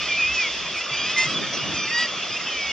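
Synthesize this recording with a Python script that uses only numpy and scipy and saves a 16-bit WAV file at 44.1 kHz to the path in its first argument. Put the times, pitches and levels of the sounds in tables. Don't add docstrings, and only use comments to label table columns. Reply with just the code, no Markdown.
import sys
import numpy as np
from scipy import signal
from scipy.fft import rfft, irfft, next_fast_len
from scipy.io import wavfile
from scipy.ndimage import uniform_filter1d

SR = 44100
rng = np.random.default_rng(int(sys.argv[2]) if len(sys.argv) > 2 else 0)


def pcm_store(signal):
    levels = np.round(np.clip(np.atleast_2d(signal), -1, 1) * 32767)
    wavfile.write(sys.argv[1], SR, levels.astype(np.int16).T)


def volts_from_decibels(level):
    exponent = np.asarray(level, float) / 20
    return 10 ** exponent


N = 119952


def evened(x):
    return x / np.sqrt(np.mean(x ** 2) + 1e-20)


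def read(points, hz):
    f, value = np.transpose(points)
    return np.interp(np.log(hz + 1), np.log(f + 1), value)


def over_time(curve):
    return volts_from_decibels(np.interp(np.arange(N) / SR, *np.transpose(curve)))


def add(mix, start_s, sound):
    part = mix[max(round(start_s * SR), 0):][:len(sound)]
    part += sound[:len(part)]


# freq_hz, likeness (0 to 1)
PORT_LIKENESS = [(230, 1), (460, 1), (1800, 0.92), (3500, 0.99), (5000, 0.33), (6500, 0.39)]


def noise(spectrum, patchy_db, same=PORT_LIKENESS, size=1024):
    hz = np.fft.rfftfreq(size, 1 / SR)
    a, b, c, d, patches = rng.standard_normal((4 * N // size + 5, len(hz), 5)).T
    patches = uniform_filter1d(patches, size=8, axis=0)
    patches = evened(uniform_filter1d(patches, size=10, axis=1))
    like = np.clip(read(same, hz), 0, 1)[:, None]
    left = a + 1j * b
    right = like * left + np.sqrt(1 - like ** 2) * (c + 1j * d)
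    octaves_past_ends = abs(np.log2(np.clip(hz, spectrum[0][0], spectrum[-1][0]) / (hz + 1)))
    colour_db = read(spectrum, hz) - 11.0 * octaves_past_ends
    z = np.array([left, right]) * volts_from_decibels(colour_db[:, None] + patchy_db * patches)
    return evened(signal.istft(z, nperseg=size, noverlap=3 * size // 4)[1][:, :N])


# freq_hz, level_db (per Hz)
HISS_COLOUR = [(8500, -2.5), (12000, -6), (15500, -9.5)]


def circuit_hiss():
    return volts_from_decibels(-69) * noise(HISS_COLOUR, patchy_db=.6, same=[(100, .2)])


# freq_hz, level_db (per Hz)
WIND_COLOUR = [(30, -36.5), (90, -21), (138, 4), (190, 0.5), (380, -4.5), (560, -46.5)]
# time_s, level_db
GUSTS = [(0, -43.5), (.8, -50), (.93, -43), (1.3, -37.5), (1.72, -37.5), (2.05, -43.5), (2.72, -48.5)]
# time_s, level_db
RUMBLE_SWELL = [(0, -44.5), (.65, -52), (1.2, -67), (1.75, -59), (2.1, -86.5), (2.55, -54.5)]
# time_s, pitch_hz, level_db
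KNOCKS = [
    (.925, 136, -33.5),
    (1.277, 147, -30),
    (1.669, 207, -36.5),
    (1.751, 85, -39),
]


def wind():
    apart = [(100, .1), (400, .5)]  # freq_hz, likeness
    rumble_colour = [(30, -19), (45, 5.0), (70, 25.5), (110, 0)]  # freq_hz, level_db
    rumble = over_time(RUMBLE_SWELL) * noise(rumble_colour, patchy_db=4.0, same=apart, size=2048)
    buffeting = over_time(GUSTS) * noise(WIND_COLOUR, patchy_db=3.5, same=apart)
    knocks, t = np.zeros(N), np.arange(-1000, 1000) / SR
    for time_s, pitch_hz, level_db in KNOCKS:
        knock = np.hanning(len(t)) * np.cos(2 * np.pi * pitch_hz * t)
        add(knocks, time_s + t[0], volts_from_decibels(level_db) * knock)
    return buffeting + rumble + knocks


# freq_hz, level_db (per Hz)
SURF_COLOUR = [(250, -9.5), (400, -6.5), (620, -3), (880, -9.5), (1250, -0.5), (1500, -6.5), (1750, -6.5),
               (2300, -31)]
# freq_hz, level_db (per Hz)
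FAR_HIGH_COLOUR = [(3700, -12.5), (4200, -9.5), (5000, 3.5), (6200, -0.5), (7500, -21), (8800, -39.5)]


def sea():
    swell = evened(over_time(GUSTS) ** 0.22)
    surf = volts_from_decibels(-37) * swell * noise(SURF_COLOUR, patchy_db=1.83)
    far_high = volts_from_decibels(-42.5) * noise(FAR_HIGH_COLOUR, patchy_db=4.0)
    return surf + far_high


def cliff(x, t60):
    t = np.arange(SR // 2) / SR
    tail = rng.standard_normal((2, len(t))) * volts_from_decibels(-60 * t / t60) * (t > .006)
    tail[1] = 0.59 * tail[0] + .5 * tail[1]
    return signal.fftconvolve(x[None], tail / np.linalg.norm(tail[0]), axes=1)[:, :N]


def glide(start_s, length_s, first_hz, middle_hz, last_hz, level_db):
    return [(start_s, first_hz, level_db),
            (start_s + length_s / 2, middle_hz, level_db),
            (start_s + length_s, last_hz, level_db)]


def slow_drift(count, length):
    drift = rng.standard_normal((count, length))
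    return [evened(uniform_filter1d(uniform_filter1d(v, size=300), size=300)) for v in drift]


# freq_hz, level_db
THROAT = [(600, -24.5), (1250, -4.5), (1900, -8), (2700, 2), (3400, -3.5), (4200, -4), (5300, -4.5),
          (8500, -28)]


def voice(rows, orders=None, throat=THROAT):
    s, pitch, db = np.transpose(rows)
    t = np.arange(s[0], s[-1], 1 / SR)
    shake, flutter = slow_drift(2, 16000)
    hz = np.interp(t, s, pitch) * (1 + 0.0033 * shake[:len(t)])
    count = len(orders) if orders else 9000 // pitch.max()
    k = np.arange(1, count + 1)[:, None]
    if orders:
        gain = volts_from_decibels(np.array(orders)[:, None])
    else:
        gain = volts_from_decibels(read(throat, k * hz[len(t) // 2]))
    rate, turn = rng.random((2, 16, 1))[:, :len(k)]
    break_db, bloom_s = 2.0, .025
    breaks = volts_from_decibels(break_db * (k > 2) * np.sin(2 * np.pi * ((7 + 14 * rate) * t + turn)))
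    breaks *= np.where(k > 2, np.minimum((t - s[0]) / bloom_s, 1), 1)
    phase = 2 * np.pi * k * np.cumsum(hz) / SR + k ** 2
    tone = (gain / gain.max() * breaks * np.cos(phase)).sum(0)
    edge_s, flutter_db = .009, 1.0
    edge = np.clip(np.minimum(t - s[0], s[-1] - t) / edge_s, 0, 1)
    level = volts_from_decibels(np.interp(t, s, db) + flutter_db * flutter[:len(t)])
    return s[0], np.sqrt(2) * tone * np.sin(edge * np.pi / 2) ** 2 * level


# freq_hz, level_db (per Hz)
FAR_COLOUR = [(1400, -21.5), (1900, -7.5), (2650, -1), (3450, 0.5), (3950, -11), (4900, -6), (6300, -10.5),
              (8800, -43.5)]
# time_s, level_db
CROWD_SWELL = [(0, -29.5), (.45, -28), (.53, -30), (.7, -30), (.87, -32.5), (.95, -29.5), (1.4, -30),
               (1.9, -31), (2.15, -31), (2.72, -31)]


def far_colony():
    mix = np.zeros(N)
    for when, long, high, bend, loud in rng.random((90, 5)):
        start_s, length_s = when * N / SR - .05, .04 + .16 * long
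        hz = 600 * 2.1 ** high
        middle_hz, last_hz = hz * (1 + .06 * bend), hz * (.97 + 0.0786 * bend)
        rows = glide(start_s, length_s, hz, middle_hz, last_hz, 6 * loud)
        add(mix, *voice(rows, throat=FAR_COLOUR))
    voices = evened(0.19 * mix + cliff(mix, 0.31))
    blur = noise(FAR_COLOUR, patchy_db=2.0)
    return over_time(CROWD_SWELL) * (volts_from_decibels(-5.5) * voices + volts_from_decibels(-1.0) * blur)


# start_s, length_s, first_hz, last_hz, level_db
HONKS = [
    (0, 0.081, 590, 629, -38),
    (1.055, 0.075, 981, 1045, -39.5),
    (1.16, .19, 605.4, 657, -37),
    (1.172, .08, 900, 896, -30.5),
    (1.7, .085, 914, 860, -38.5),
    (1.84, 0.082, 872, 910, -35.5),
    (1.97, 0.079, 634, 650, -35),
    (2.59, 0.15, 1078, 1076, -46),
    (2.305, 0.07, 1211, 1245, -39.5),
]


def honks(mix):
    for start_s, length_s, first_hz, last_hz, level_db in HONKS:
        middle_hz = (first_hz + last_hz) / 2 * 1.008
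        add(mix, *voice(glide(start_s, length_s, first_hz, middle_hz, last_hz, level_db)))


# start_s, length_s, first_hz, last_hz, level_db
PEEPS = [(0, .025, 2380, 2500, -31), (.015, .06, 2540, 2610, -34), (.07, .035, 3340, 3370, -31),
         (.22, .12, 2060, 2106, -39), (.38, .05, 2040, 2020, -36), (.42, .08, 3280, 3400, -35),
         (.652, .03, 2440, 2470, -33), (.755, .035, 2280, 2250, -32), (.89, .07, 2740, 2660, -36),
         (.885, .065, 3450, 3330, -37), (.895, .05, 2034, 2062, -39), (.96, .11, 3250, 3330, -35),
         (1.25, .09, 3320, 3230, -33), (1.41, .04, 3560, 3600, -34), (1.42, .045, 1830, 1842, -38),
         (1.545, .035, 2720, 2700, -32), (1.575, .125, 2850, 2870, -33), (1.87, .05, 1973, 2180, -36),
         (1.9, .045, 2460, 2500, -32), (1.985, .03, 3450, 3400, -31), (2.11, .1, 3350, 3200, -37),
         (2.22, .03, 3350, 3480, -36), (2.222, .022, 2676, 2770, -31), (2.296, .022, 2900, 2830, -33),
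         (2.3, .03, 2300, 2450, -36), (2.33, .06, 2520, 2440, -36), (2.358, .026, 2700, 2760, -29.5),
         (2.402, .019, 1996, 2160, -33), (2.456, .13, 3068, 3020, -33), (2.675, .049, 3400, 3500, -36),
         (2.685, .064, 2860, 2800, -31)]
# start_s, length_s, first_hz, last_hz,
# level_db
SQUEAKS = [(.75, .055, 8450, 8500, -56), (.765, .055, 6700, 7200, -48), (.77, .035, 5250, 5200, -37),
           (.835, .045, 5400, 5420, -40), (.962, .07, 6250, 6020, -40), (1.59, .045, 5230, 5150, -39),
           (1.665, .035, 6200, 5850, -41), (1.735, .05, 6350, 6050, -40), (1.78, .045, 5450, 4900, -39),
           (1.885, .025, 5380, 5500, -35), (2.31, .05, 4900, 5050, -36), (2.59, .095, 5100, 5060, -39)]
PEEP = [0, -24]


def peeps_and_squeaks(mix):
    for table, orders in [(PEEPS, PEEP), (SQUEAKS, [0])]:
        for start_s, length_s, first_hz, last_hz, level_db in table:
            middle_hz = (first_hz + last_hz) / 2
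            add(mix, *voice(glide(start_s, length_s, first_hz, middle_hz, last_hz, level_db), orders))


# time_s, pitch_hz, level_db
WAIL = [(.168, 1305, -28), (.2, 1253, -23), (.243, 1226, -20.5), (.29, 1275, -24), (.335, 1330, -27),
        (.4, 1251, -22), (.44, 1156, -25), (.488, 1040, -34)]
DRONE = [(.08, 1218, -27), (.125, 1180, -24.5), (.2, 1190, -31), (.3, 1205, -38)]
RISER = [(.912, 1160, -38), (.936, 1163, -30.5), (.97, 1200, -33), (1.0, 1212, -33), (1.042, 1203, -29.5),
         (1.085, 1262, -34), (1.105, 1272, -29), (1.135, 1300, -39)]
SHOUT = [(1.158, 1042, -26.5), (1.19, 1030, -19.5), (1.24, 1036, -23), (1.272, 1040, -28.5)]
SLIDE = [(1.74, 1268, -35), (1.785, 1203, -31), (1.84, 1183, -31), (1.89, 1200, -36)]
ANSWER = [(1.908, 931, -31), (1.96, 945.5, -24.5), (1.995, 966, -25), (2.02, 969, -24.5),
          (2.045, 960, -30.5), (2.068, 940, -26.5)]
FALL = [(2.458, 1330, -33), (2.475, 1320, -29), (2.5, 1280, -34), (2.53, 1200, -35), (2.56, 1172, -33),
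        (2.62, 1138, -29.5), (2.73, 1105, -33)]
ARCHED = [(.31, 645, -46), (.355, 670, -35), (.375, 680, -41), (.415, 662, -35), (.47, 645, -45)]
YELP = [(1.512, 600, -40), (1.535, 662, -35), (1.55, 670, -35), (1.585, 660, -41)]
GRUNT = [(.798, 670, -32), (.812, 676, -27.5), (.828, 674, -30)]
SWOOP = [(1.335, 3500, -34), (1.36, 3450, -27), (1.376, 3390, -25.5), (1.396, 3230, -34)]
CHIRP = [(.742, 2540, -35), (.758, 2400, -29), (.772, 2480, -32), (.785, 2440, -28), (.805, 2560, -30)]
PURE = [-41.5, 17.5, -16.5, -5, -22, -36.5]
RISING = [-16, 0, -13, -5, -16, -26]
SHOUTED = [-24, 0, -24, -21, -10, -12, -21, -31]
REEDY = [-14, 0, -8, -6, -6, -32]
OPEN = [-19, 0, -7, -13, -4, -15, -22, -30]
NASAL = [-30, -12, -8, -8, -6, -12, -4, 0, -3, -14, -18]
SHRILL = [-30, -20, -16, -10, -12, -14, -10, 0, -1, -14]
DULL = [-30, -14, -5, 0, -6, -18, -20, -16]


def long_calls(mix):
    calls = [(WAIL, PURE), (DRONE, PURE), (RISER, RISING), (SHOUT, SHOUTED), (SLIDE, REEDY),
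             (ANSWER, OPEN), (FALL, PURE), (ARCHED, NASAL), (YELP, SHRILL), (GRUNT, DULL),
             (SWOOP, PEEP), (CHIRP, PEEP)]
    for rows, orders in calls:
        add(mix, *voice(rows, orders))


def near_birds():
    mix = np.zeros(N)
    long_calls(mix)
    honks(mix)
    peeps_and_squeaks(mix)
    return mix + volts_from_decibels(-16) * cliff(mix, t60=.25)


def scene():
    return far_colony() + sea() + wind() + near_birds()


# freq_hz, level_db
PORT_TILT = [(200, -0.4), (3500, -.5), (6000, -3), (9000, -2.5)]
# freq_hz, phase_rad
PORT_LEAD = [(1000, .05), (3600, 0.11), (4500, 1.5), (5300, 0.22), (5900, 0.99), (6250, 2.12), (6900, 1.1),
             (8000, 1.4)]


def two_ports(dry):
    size = next_fast_len(N + 4096)
    hz = np.fft.rfftfreq(size, 1 / SR)
    side = np.array([[.5], [-.5]])
    spectrum = rfft(np.pad(dry, ((0, 0), (0, size - N)), "reflect"))
    spectrum = spectrum * volts_from_decibels(side * read(PORT_TILT, hz)) * np.exp(1j * side * read(PORT_LEAD, hz))
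    return irfft(spectrum, size)[:, :N]


def roll_off(x):
    return signal.sosfilt(signal.butter(12, 15720, fs=SR, output="sos"), x)


def record(dry):
    fade = np.minimum(np.arange(N)[::-1] / 100, 1)
    mix = (two_ports(dry) + circuit_hiss()) * fade
    return roll_off(mix)


dry = scene()
out = record(dry)
pcm_store(out)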